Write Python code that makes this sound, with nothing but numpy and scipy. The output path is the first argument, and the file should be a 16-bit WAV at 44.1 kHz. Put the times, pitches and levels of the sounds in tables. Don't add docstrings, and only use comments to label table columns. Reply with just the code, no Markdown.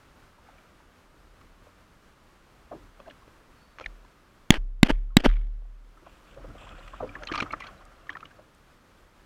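import sys
import numpy as np
from scipy import signal
from scipy.fft import rfft, irfft, next_fast_len
from scipy.io import wavfile
from scipy.ndimage import uniform_filter1d, minimum_filter1d, map_coordinates

SR = 44100
rng = np.random.default_rng(int(sys.argv[2]) if len(sys.argv) > 2 else 0)


def gain_from_decibels(decibels):
    exponent = np.asarray(decibels, float) / 20
    return 10 ** exponent


def to_wav(s):
    ch = np.atleast_2d(s).T
    pcm = np.round(np.clip(ch, -1, 1) * 32767)
    wavfile.write(sys.argv[1], SR, pcm.astype(np.int16))


N = 407925
T = np.arange(N) / SR


def noise(n=N):
    return rng.standard_normal(n)


def unit(x):
    return x / np.sqrt(np.mean(x ** 2) + 1e-20)


def filtered(x, response):
    m = next_fast_len(N + SR // 2)
    hz = np.fft.rfftfreq(m, 1 / SR) + 1
    return irfft(rfft(x, m) * response(hz), m)[:N]


def coloured(x, points):
    hz, db = np.transpose(points)
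    return unit(filtered(x, lambda f: gain_from_decibels(np.interp(np.log(f), np.log(hz), db))))


def resonant(x, peaks):
    def response(f):
        total = 0
        for k, (centre, width, db) in enumerate(peaks):
            band = 1j * f * width / (centre ** 2 - f ** 2 + 1j * f * width)
            total = total + (-1) ** k * gain_from_decibels(db) * band
        return total
    return unit(filtered(x, response))


def wobble(rate):
    knots = noise(int(N * rate / SR) + 4)
    return map_coordinates(knots, [T * rate])


def gate(start, end, edge_s):
    return np.clip(np.minimum(T - start, end - T) / edge_s + 1, 0, 1) ** 2


def swells(rows, rise_db_per_s, fall_db_per_s):
    return sum(gain_from_decibels(db - np.where(T < s, rise_db_per_s * (s - T), fall_db_per_s * (T - s))) for s, db in rows)


def blip(t, hz, rise_ms, fall_ms):
    shape = gain_from_decibels(np.where(t < 0, -8 * (1000 * t / -rise_ms) ** 2, -8000 * t / fall_ms))
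    shake = uniform_filter1d(uniform_filter1d(rng.standard_normal((2, len(t))), size=28), size=28)
    drift = 0.11 * np.cumsum(shake[0])
    tone = gain_from_decibels(20 * shake[1]) * np.sin(2 * np.pi * hz * t + drift)
    return shape, shape * tone


def add(out, s, piece):
    spot = out[round(s * SR):][:len(piece)]
    spot += piece[:len(spot)]


# pitch in Hz, level in dB against the blow, t60 in seconds.
CASE_RING = [(232, 1.5, 0.02), (460, 4.5, 0.0029), (760, -13.5, 0.0043)]
# start in seconds, blow in dB, crack in dB, crack pitch in Hz,
# lurch peak in ms.
NOTCH_JUMPS = [(4.5047, 7, 19.5, 3300, 18), (4.83005, 18, 28.5, 3700, 14), (5.1682, 17.5, 29, 3900, 13.5)]
# start in seconds, blow in dB.
MOUNT_SEATINGS = [(4.9037, 1.5), (5.2624, 7)]


def snaps():
    tooth_rise_s, tooth_t60_s = 0.0005, 0.0045
    rebound_late_s, rebound_hz, rebound_t60_s, rebound_db = 0.0017, 2050, 0.009, -9
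    grit_db = -4
    out, t = np.zeros(N), T[:SR // 5]
    ring = -sum(gain_from_decibels(level - 60 * t / t60) * np.sin(2 * np.pi * hz * t) for hz, level, t60 in CASE_RING)
    grit_band = signal.butter(2, [1000, 4500], "bandpass", fs=SR)
    for s, db, crack_db, crack_hz, lurch_ms in NOTCH_JUMPS:
        ping = (1 - np.exp(-t / tooth_rise_s)) * gain_from_decibels(-60 * t / tooth_t60_s) * np.sin(2 * np.pi * crack_hz * t)
        u = 1000 * t / lurch_ms
        lurch = gain_from_decibels(-10.5) * (3.2 * u) ** 4 * np.exp(-4 * u)
        add(out, s, gain_from_decibels(db) * ring + gain_from_decibels(crack_db) * ping + lurch)
        rebound = np.sin(2 * np.pi * rebound_hz * rng.normal(1, 0.04) * t)
        grit = unit(signal.lfilter(*grit_band, noise(len(t))))
        decay = gain_from_decibels(rebound_db - 60 * t / rebound_t60_s)
        add(out, s + rebound_late_s, gain_from_decibels(db) * decay * (rebound + gain_from_decibels(grit_db) * grit))
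    for s, db in MOUNT_SEATINGS:
        jab = np.exp(-((T - s + 0.0001) / 0.00045) ** 2)
        u = (T - s - 0.009) / 0.011
        shove = -gain_from_decibels(-4) * u * np.exp(-u ** 2)
        out += gain_from_decibels(db) * (gain_from_decibels(1) * jab + shove)
        add(out, s, gain_from_decibels(db) * ring)
    return out


# frequency in Hz, relative level in dB per Hz.
RUB_COLOUR = [(150, -22.5), (250, 0.5), (1160, -12), (1720, -6.5), (2050, -13), (3180, -11), (3920, -25.5),
              (4470, -22), (7380, -37), (12000, -43), (15600, -58), (22000, -120)]
# hardest moment in seconds, rise in ms, fall in ms, pressure in dB.
TOOTH_RUBS = [(4.523, 9.7, 8.7, -14.5), (4.542, 11, 20.5, -13), (4.559, 4, 3.8, -17.5),
              (4.569, 7.1, 12, -20.5), (4.851, 14, 4.5, -18.5), (4.866, 9.7, 10.2, -14),
              (4.894, 9.6, 6.3, -12.5), (4.903, 9.9, 12.4, -7), (5.173, 4.1, 14, -19.5),
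              (5.188, 1.3, 1.5, -14.5), (5.204, 7.8, 11, -19), (5.2215, 1.4, 26, -32.5),
              (5.248, 9.2, 5.8, -8.5), (5.258, 7.7, 12.8, -5), (5.275, 2.2, 2.3, -21),
              (4.925, 2.5, 2.3, -25.5)]


def scrapes():
    edge_s, swell_db = 0.002, 12.5
    press = np.zeros(N)
    for hard, rise_ms, fall_ms, db in TOOTH_RUBS:
        start, end = hard - rise_ms / 1000, hard + fall_ms / 1000
        push_db = np.interp(T, [start, hard, end], [db - swell_db, db, db - swell_db])
        press += gate(start, end, edge_s) * gain_from_decibels(push_db)
    grains = gain_from_decibels(3.5 * wobble(600)) * noise()
    return press * coloured(grains, RUB_COLOUR)


# start in seconds, swing in dB, sway rate in Hz, slack of the joint in dB.
ARM_RELEASES = [(3.859, -38, 39, 0), (4.58, -8, 33.13, -20), (4.92, -4.5, 35.73, -5), (5.278, 1, 36.98, -1)]
# peak in seconds, level in dB.
BOAT_NUDGES = [(1.47, -58.5), (2.79, -60.5), (6.47, -53), (6.71, -49.5), (7.0, -67), (7.44, -49.5)]


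def arm():
    arm_t60_s = 0.83
    rattle_db, rattle_power, rattle_t60_s, scatter_s = -23, 2.1, 0.023, 0.0023
    swing, knocks, t = np.zeros(N), np.zeros(N), T[:SR]
    for s, db, hz, slack_db in ARM_RELEASES:
        add(swing, s, -gain_from_decibels(db - 60 * t / arm_t60_s) * np.sin(2 * np.pi * hz * t))
        for k, (late, size) in enumerate(rng.standard_normal((20, 2))):
            passing = (k + 1) / (2 * hz)
            swing_db = db - 60 * passing / arm_t60_s
            knock_db = slack_db + rattle_power * swing_db + 1.6 * size
            add(knocks, s + passing + scatter_s * (late - 1.5), gain_from_decibels(knock_db - 60 * t[:2000] / rattle_t60_s))
    joint = [(1300, 920, 4), (2300, 620, 7), (3300, 900, 2)]
    chatter = resonant(resonant(noise(), joint), joint)
    reach = np.abs(signal.hilbert(swing))
    loose = gain_from_decibels(-24) * reach ** rattle_power
    rattle = gain_from_decibels(rattle_db) * (knocks + loose) * chatter
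    shudder = gain_from_decibels(-30) * reach * resonant(noise(), [(75, 41, -1), (128, 86, -5), (330, 250, -17)])
    rocking = gain_from_decibels(-66.5) + swells(BOAT_NUDGES, rise_db_per_s=46, fall_db_per_s=32.5)
    idle = rocking * resonant(noise(), [(39, 5.4, 0)])
    return swing + rattle + shudder + idle


# pitch in Hz, phase wander in half rad^2 per second, relative level in dB.
HULL_RESONANCES = [(2400, 2640, 3), (3220, 570, -7), (4140, 340, -10.5), (5400, 1600, -13),
                   (6300, 680, -17)]
# peak in seconds, level in dB, pitch in Hz, length in ms.
WATER_PLOPS = [(0.389, -54, 940, 7.3), (0.491, -50, 810, 5.5), (0.507, -54, 1360, 4),
               (0.806, -56, 910, 5.6), (1.673, -49.5, 570, 5.7), (2.719, -31.5, 613, 4.3),
               (2.729, -34, 593, 4.9), (2.737, -39, 600, 4), (2.7292, -46.5, 1120, 7.4),
               (2.753, -40, 330, 13.4), (3.0032, -46, 600, 8.4), (3.082, -42, 605, 13),
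               (3.8128, -38, 612, 5.8), (3.844, -37, 2380, 2.5), (5.108, -43.5, 1260, 4),
               (5.124, -47, 1119, 8), (6.03, -48, 344, 7.1), (6.0718, -44, 616.5, 5),
               (6.3768, -40, 594, 8.9), (6.4, -52.5, 602, 13.6), (6.4, -49.5, 92, 21),
               (6.449, -38.5, 575, 5.7), (6.5, -47, 97, 18), (6.506, -51, 1400, 4.7),
               (6.515, -47, 294, 8.9), (6.5566, -44, 555, 6.9), (6.618, -46, 716, 7),
               (6.621, -62, 1290, 7.3), (6.65, -59, 780, 14), (6.719, -51.5, 1286, 25),
               (6.755, -55, 1490, 10), (6.79, -47, 570, 7.8), (6.806, -59, 1580, 5.7),
               (6.9404, -37, 1160, 5.9), (7.007, -37.5, 1200, 4), (7.0083, -24.5, 658, 2.7),
               (7.0192, -43, 1180, 14), (7.038, -26, 529, 11), (7.0786, -44, 1236, 2.5),
               (7.156, -30, 1760, 2.8), (7.167, -38, 1140, 5.5), (7.17, -42, 296, 7.5),
               (7.225, -42.5, 577, 18), (7.301, -35, 1240, 11.5), (7.32, -27, 293, 3.2),
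               (7.425, -27, 265, 3.7), (7.466, -34, 1310, 6), (7.509, -40, 1220, 3),
               (7.51, -30.5, 2230, 2.5), (7.5368, -22.5, 1233, 4), (7.54, -28.5, 1230, 2.7),
               (7.547, -42, 1740, 2.5), (7.609, -35.5, 1070, 3), (7.689, -45.5, 1134, 10),
               (7.657, -42, 1383, 3.8), (8.118, -58, 3300, 3.6), (8.121, -47, 1150, 7.4),
               (8.131, -51, 3270, 2.7), (8.104, -45, 3200, 2.8), (8.155, -31.5, 1840, 2.2),
               (8.158, -36.5, 1130, 4.3), (8.232, -34, 1374, 2.8), (8.3946, -43, 573, 5.7)]
# peak in seconds, level in dB, pitch in Hz, length in ms, edge in dB before a common 5 dB cut.
PADDLE_TICKS = [(0.584, -55, 2290, 3.5, -3), (1.414, -46.5, 1190, 3, -7.5), (3.003, -45.5, 1190, 2.5, -5),
                (3.063, -51, 1590, 4.2, -9), (3.081, -53, 1050, 6, -2), (3.102, -47, 2850, 3, -7),
                (3.111, -47, 1690, 3.4, -1.5), (3.226, -51.5, 1085, 5.4, -21), (3.279, -48, 306, 4.7, -10),
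                (3.786, -36, 1610, 0.55, -7), (3.79, -46, 1140, 3.8, 1), (3.7992, -27, 1080, 0.44, -3),
                (3.813, -39.5, 1290, 4.2, -1.5), (3.827, -56, 2400, 9.4, 3), (3.8619, -24, 1730, 1.6, -9.5),
                (4.05, -45.5, 1040, 1.4, -11), (5.623, -46.5, 610, 2, -11), (5.655, -50, 690, 3.3, -17),
                (5.977, -48.5, 1280, 4.4, -31.5), (6.0685, -43, 1047, 4.9, -14),
                (6.673, -44, 1045, 6.1, -8), (6.693, -46.5, 3300, 1.6, 0), (6.88, -44, 1200, 4.1, -1),
                (7.0944, -40, 2400, 2.4, -23.5), (7.226, -38, 1380, 3, -26), (7.236, -36.5, 1700, 2.9, 4),
                (7.253, -46, 6300, 0.73, -10), (7.274, -33.5, 4130, 2.3, 2), (7.289, -39, 3160, 5.1, -15),
                (7.3173, -28, 1680, 2.1, -11), (7.324, -46, 4300, 3.1, 18), (7.34, -27.5, 1230, 3.1, -7),
                (7.348, -25, 1200, 2.2, -23), (7.348, -33, 2400, 3, -1), (7.3578, -25.5, 1240, 4.4, -3),
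                (7.379, -34, 4400, 2.6, 7), (7.3846, -26, 1250, 7.5, -10), (7.394, -47, 5900, 1.4, 0),
                (7.404, -21, 1380, 2.2, -4), (7.408, -24.5, 2330, 2.6, -6), (7.422, -38, 4150, 1.8, 2),
                (7.427, -27.5, 1130, 3.6, -2.5), (7.524, -45.5, 4200, 3, -10), (7.5297, -33.5, 1190, 2, -4),
                (7.606, -40, 2400, 6, 0), (7.624, -36.5, 2010, 5.2, -14), (7.643, -43.5, 1130, 9.9, -2.5),
                (7.671, -48, 4250, 3.3, 3), (7.6719, -43.5, 1550, 8, 0), (8.071, -46, 1134, 2.8, -5),
                (8.0955, -22, 1784, 1.56, -21), (8.103, -37, 1170, 4, -3), (8.131, -47, 1630, 5.4, -2.5),
                (8.171, -33.5, 1310, 2.9, -11.5), (8.2073, -48, 1205, 2.4, 0.5),
                (8.256, -43.5, 2990, 3, -5), (8.258, -49, 1180, 4.4, -6.5), (8.313, -51.5, 1610, 5.8, -8)]


def taps():
    plop_edge_db, plop_rise, tick_rise = -53, 1, 0.89
    out, thuds, t = np.zeros(N), np.zeros(N), T[:SR // 8] - 0.03
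    events = [(*row, plop_edge_db, plop_rise) for row in WATER_PLOPS]
    events += [(*row, tick_rise) for row in PADDLE_TICKS]
    for s, db, hz, length_ms, edge_db, rise in events:
        shape, tone = blip(t, hz, rise * length_ms, (2 - rise) * length_ms)
        upper = np.zeros(len(t))
        for centre, spread, level in HULL_RESONANCES:
            wander = np.cumsum(uniform_filter1d(noise(len(t)), size=7)) * np.sqrt(2 * spread / SR)
            phase = 2 * np.pi * centre * rng.normal(1, 0.018) * t + wander
            upper += gain_from_decibels(level + rng.normal(0, 2.7)) * np.sin(phase)
        edge = gain_from_decibels(edge_db - 5) * shape ** 1.13 * upper
        add(out, s + t[0], gain_from_decibels(db) * (tone + edge))
        thud_db = db - 19 - 4.8 * np.log2(hz / 500)
        add(thuds, s + t[0], gain_from_decibels(thud_db) * shape ** 0.13 * noise(len(t)))
    return out + np.std(thuds) * resonant(thuds, [(97, 20, 0), (296, 44, 0.02)])


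# start in seconds, level in dB.
TAP_CLICKS = [(7.353, -49), (7.378, -61), (7.403, -50), (7.424, -53), (7.525, -52), (7.604, -53),
              (7.853, -55.5), (8.549, -60.5)]


def tap_clicks():
    t60_s = 0.014
    bursts = sum(gain_from_decibels(db - 60 * np.maximum(T - s, 0) / t60_s) * gate(s, s + 0.04, 0.0017) for s, db in TAP_CLICKS)
    return bursts * coloured(noise(), [(1500, -30), (5000, -3), (9000, -5), (13000, -18), (16000, -30)])


# time in seconds, flow in dB.
STROKE_FLOW = [(5.95, -83), (6.04, -67), (6.07, -62.5), (6.22, -73), (6.3, -59), (6.55, -60), (6.61, -55),
               (6.85, -54.5), (7.03, -55), (7.4, -48.5), (7.66, -54), (7.91, -59), (8.45, -65.5)]
# peak in seconds, flow in dB.
HULL_LAPS = [(.488, -61), (2.98, -66.5), (3.8, -62)]


def flow():
    s, db = np.transpose(STROKE_FLOW)
    stroke = gain_from_decibels(np.interp(T, s, db, -120, -120))
    return stroke + swells(HULL_LAPS, rise_db_per_s=95, fall_db_per_s=35.5)


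# frequency in Hz, relative level in dB per Hz.
SWISH_COLOUR = [(300, -40.5), (540, -2.5), (780, -2), (870, -16), (1270, -0.5), (2100, -13.5), (3300, -17),
                (4000, -29), (5500, -25.5), (7500, -30.5), (8600, -35), (12000, -47.5)]


def strokes():
    swish = coloured(gain_from_decibels(1.8 * wobble(40)) * noise(), SWISH_COLOUR)
    thump = resonant(gain_from_decibels(4.5 * wobble(30)) * noise(), [(90, 70, 0), (250, 200, -3), (560, 150, -3)])
    return flow() * (gain_from_decibels(-1) * swish + gain_from_decibels(-4.5) * thump)


def droplets():
    out, t = np.zeros(N), T[:SR // 25] - 0.01
    for when, pitch, size, life in rng.random((1100, 4)):
        hz = 1000 * 5 ** pitch ** 1.5
        db = -4 * np.log(size + 0.05) - 11 * pitch
        plip = blip(t, hz, 1 + 2 * life, 1 + 3 * life)[1]
        add(out, when * N / SR, gain_from_decibels(db) * plip)
    return gain_from_decibels(-8) * flow() * unit(out)


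# start in seconds, end in seconds, level in dB.
BLADE_SURGES = [(6.061, 6.171, -66.5), (6.27, 6.347, -63), (6.583, 6.659, -57), (6.675, 6.995, -61.5)]
# centre in Hz, width in Hz, relative level in dB for one pass.
RUNOFF_BANDS = [(2510, 540, 4), (3390, 760, 1), (7530, 1200, -4)]


def trickle():
    runs = sum(gain_from_decibels(db) * gate(start, end, 0.018) for start, end, db in BLADE_SURGES)
    grains = gain_from_decibels(3 * wobble(160)) * noise()
    return runs * resonant(resonant(grains, RUNOFF_BANDS), RUNOFF_BANDS)


# time in seconds, pitch of the unheard fundamental in Hz, relative level in dB.
BIRD_CALL = [(3.5, 465, -14), (3.56, 543, 0), (3.63, 562, 2), (3.72, 567, 5), (3.76, 558, -1)]
# multiple of the pitch, level in dB added to the call's.
BIRD_OVERTONES = [(6, -90), (7, -88), (8, -77), (9, -90)]


def bird():
    s, hz, db = np.transpose(BIRD_CALL)
    turns = np.cumsum(np.interp(T, s, hz) + 1.6 * wobble(25)) / SR
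    voice = sum(gain_from_decibels(level + 2.5 * wobble(20)) * np.sin(2 * np.pi * k * turns) for k, level in BIRD_OVERTONES)
    return gate(s[0] + 0.02, s[-1], 0.03) * gain_from_decibels(np.interp(T, s, db)) * voice


# frequency in Hz, relative level in dB per Hz.
RIVER_COLOUR = [(12, -37), (20, -3), (45, -10.5), (65, -7.5), (96, -12), (347, -15), (434, -18),
                (542, -16.5), (718, -21), (1260, -17), (1960, -24), (13500, -43.5), (16000, -44)]


def river():
    level_db = -58 + 0.53 * wobble(1.8) + 0.71 * wobble(15)
    return gain_from_decibels(level_db) * coloured(noise(), RIVER_COLOUR)


def scene():
    solid = snaps() + arm() + taps() + droplets()
    dull = signal.sosfilt(signal.butter(3, 7000, fs=SR, output="sos"), solid)
    bright = scrapes() + tap_clicks() + strokes() + trickle() + bird() + river()
    return (dull + bright)[None]


def top_cut(x):
    return signal.sosfilt(signal.butter(12, 16570, fs=SR, output="sos"), x)


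def record(dry):
    over_db = np.clip(20 * np.log10(np.abs(dry[0]) + 1e-9) + 12, 0, 14)
    held_db = -minimum_filter1d(-over_db, size=6001, origin=3000)
    release_db = 20 * T
    cut_db = np.maximum.accumulate(held_db + release_db) - release_db
    late_db = np.pad(uniform_filter1d(cut_db, size=200), (190, 0))[:N]
    x = dry * gain_from_decibels(-late_db)
    x = x / (1 + np.abs(x) ** 12) ** (1 / 12)
    x = signal.sosfilt(signal.butter(6, 15500, fs=SR, output="sos"), x)
    x = signal.sosfilt(signal.butter(1, 6, "highpass", fs=SR, output="sos"), x)
    return top_cut(x)


dry = scene()
out = record(dry)
to_wav(out)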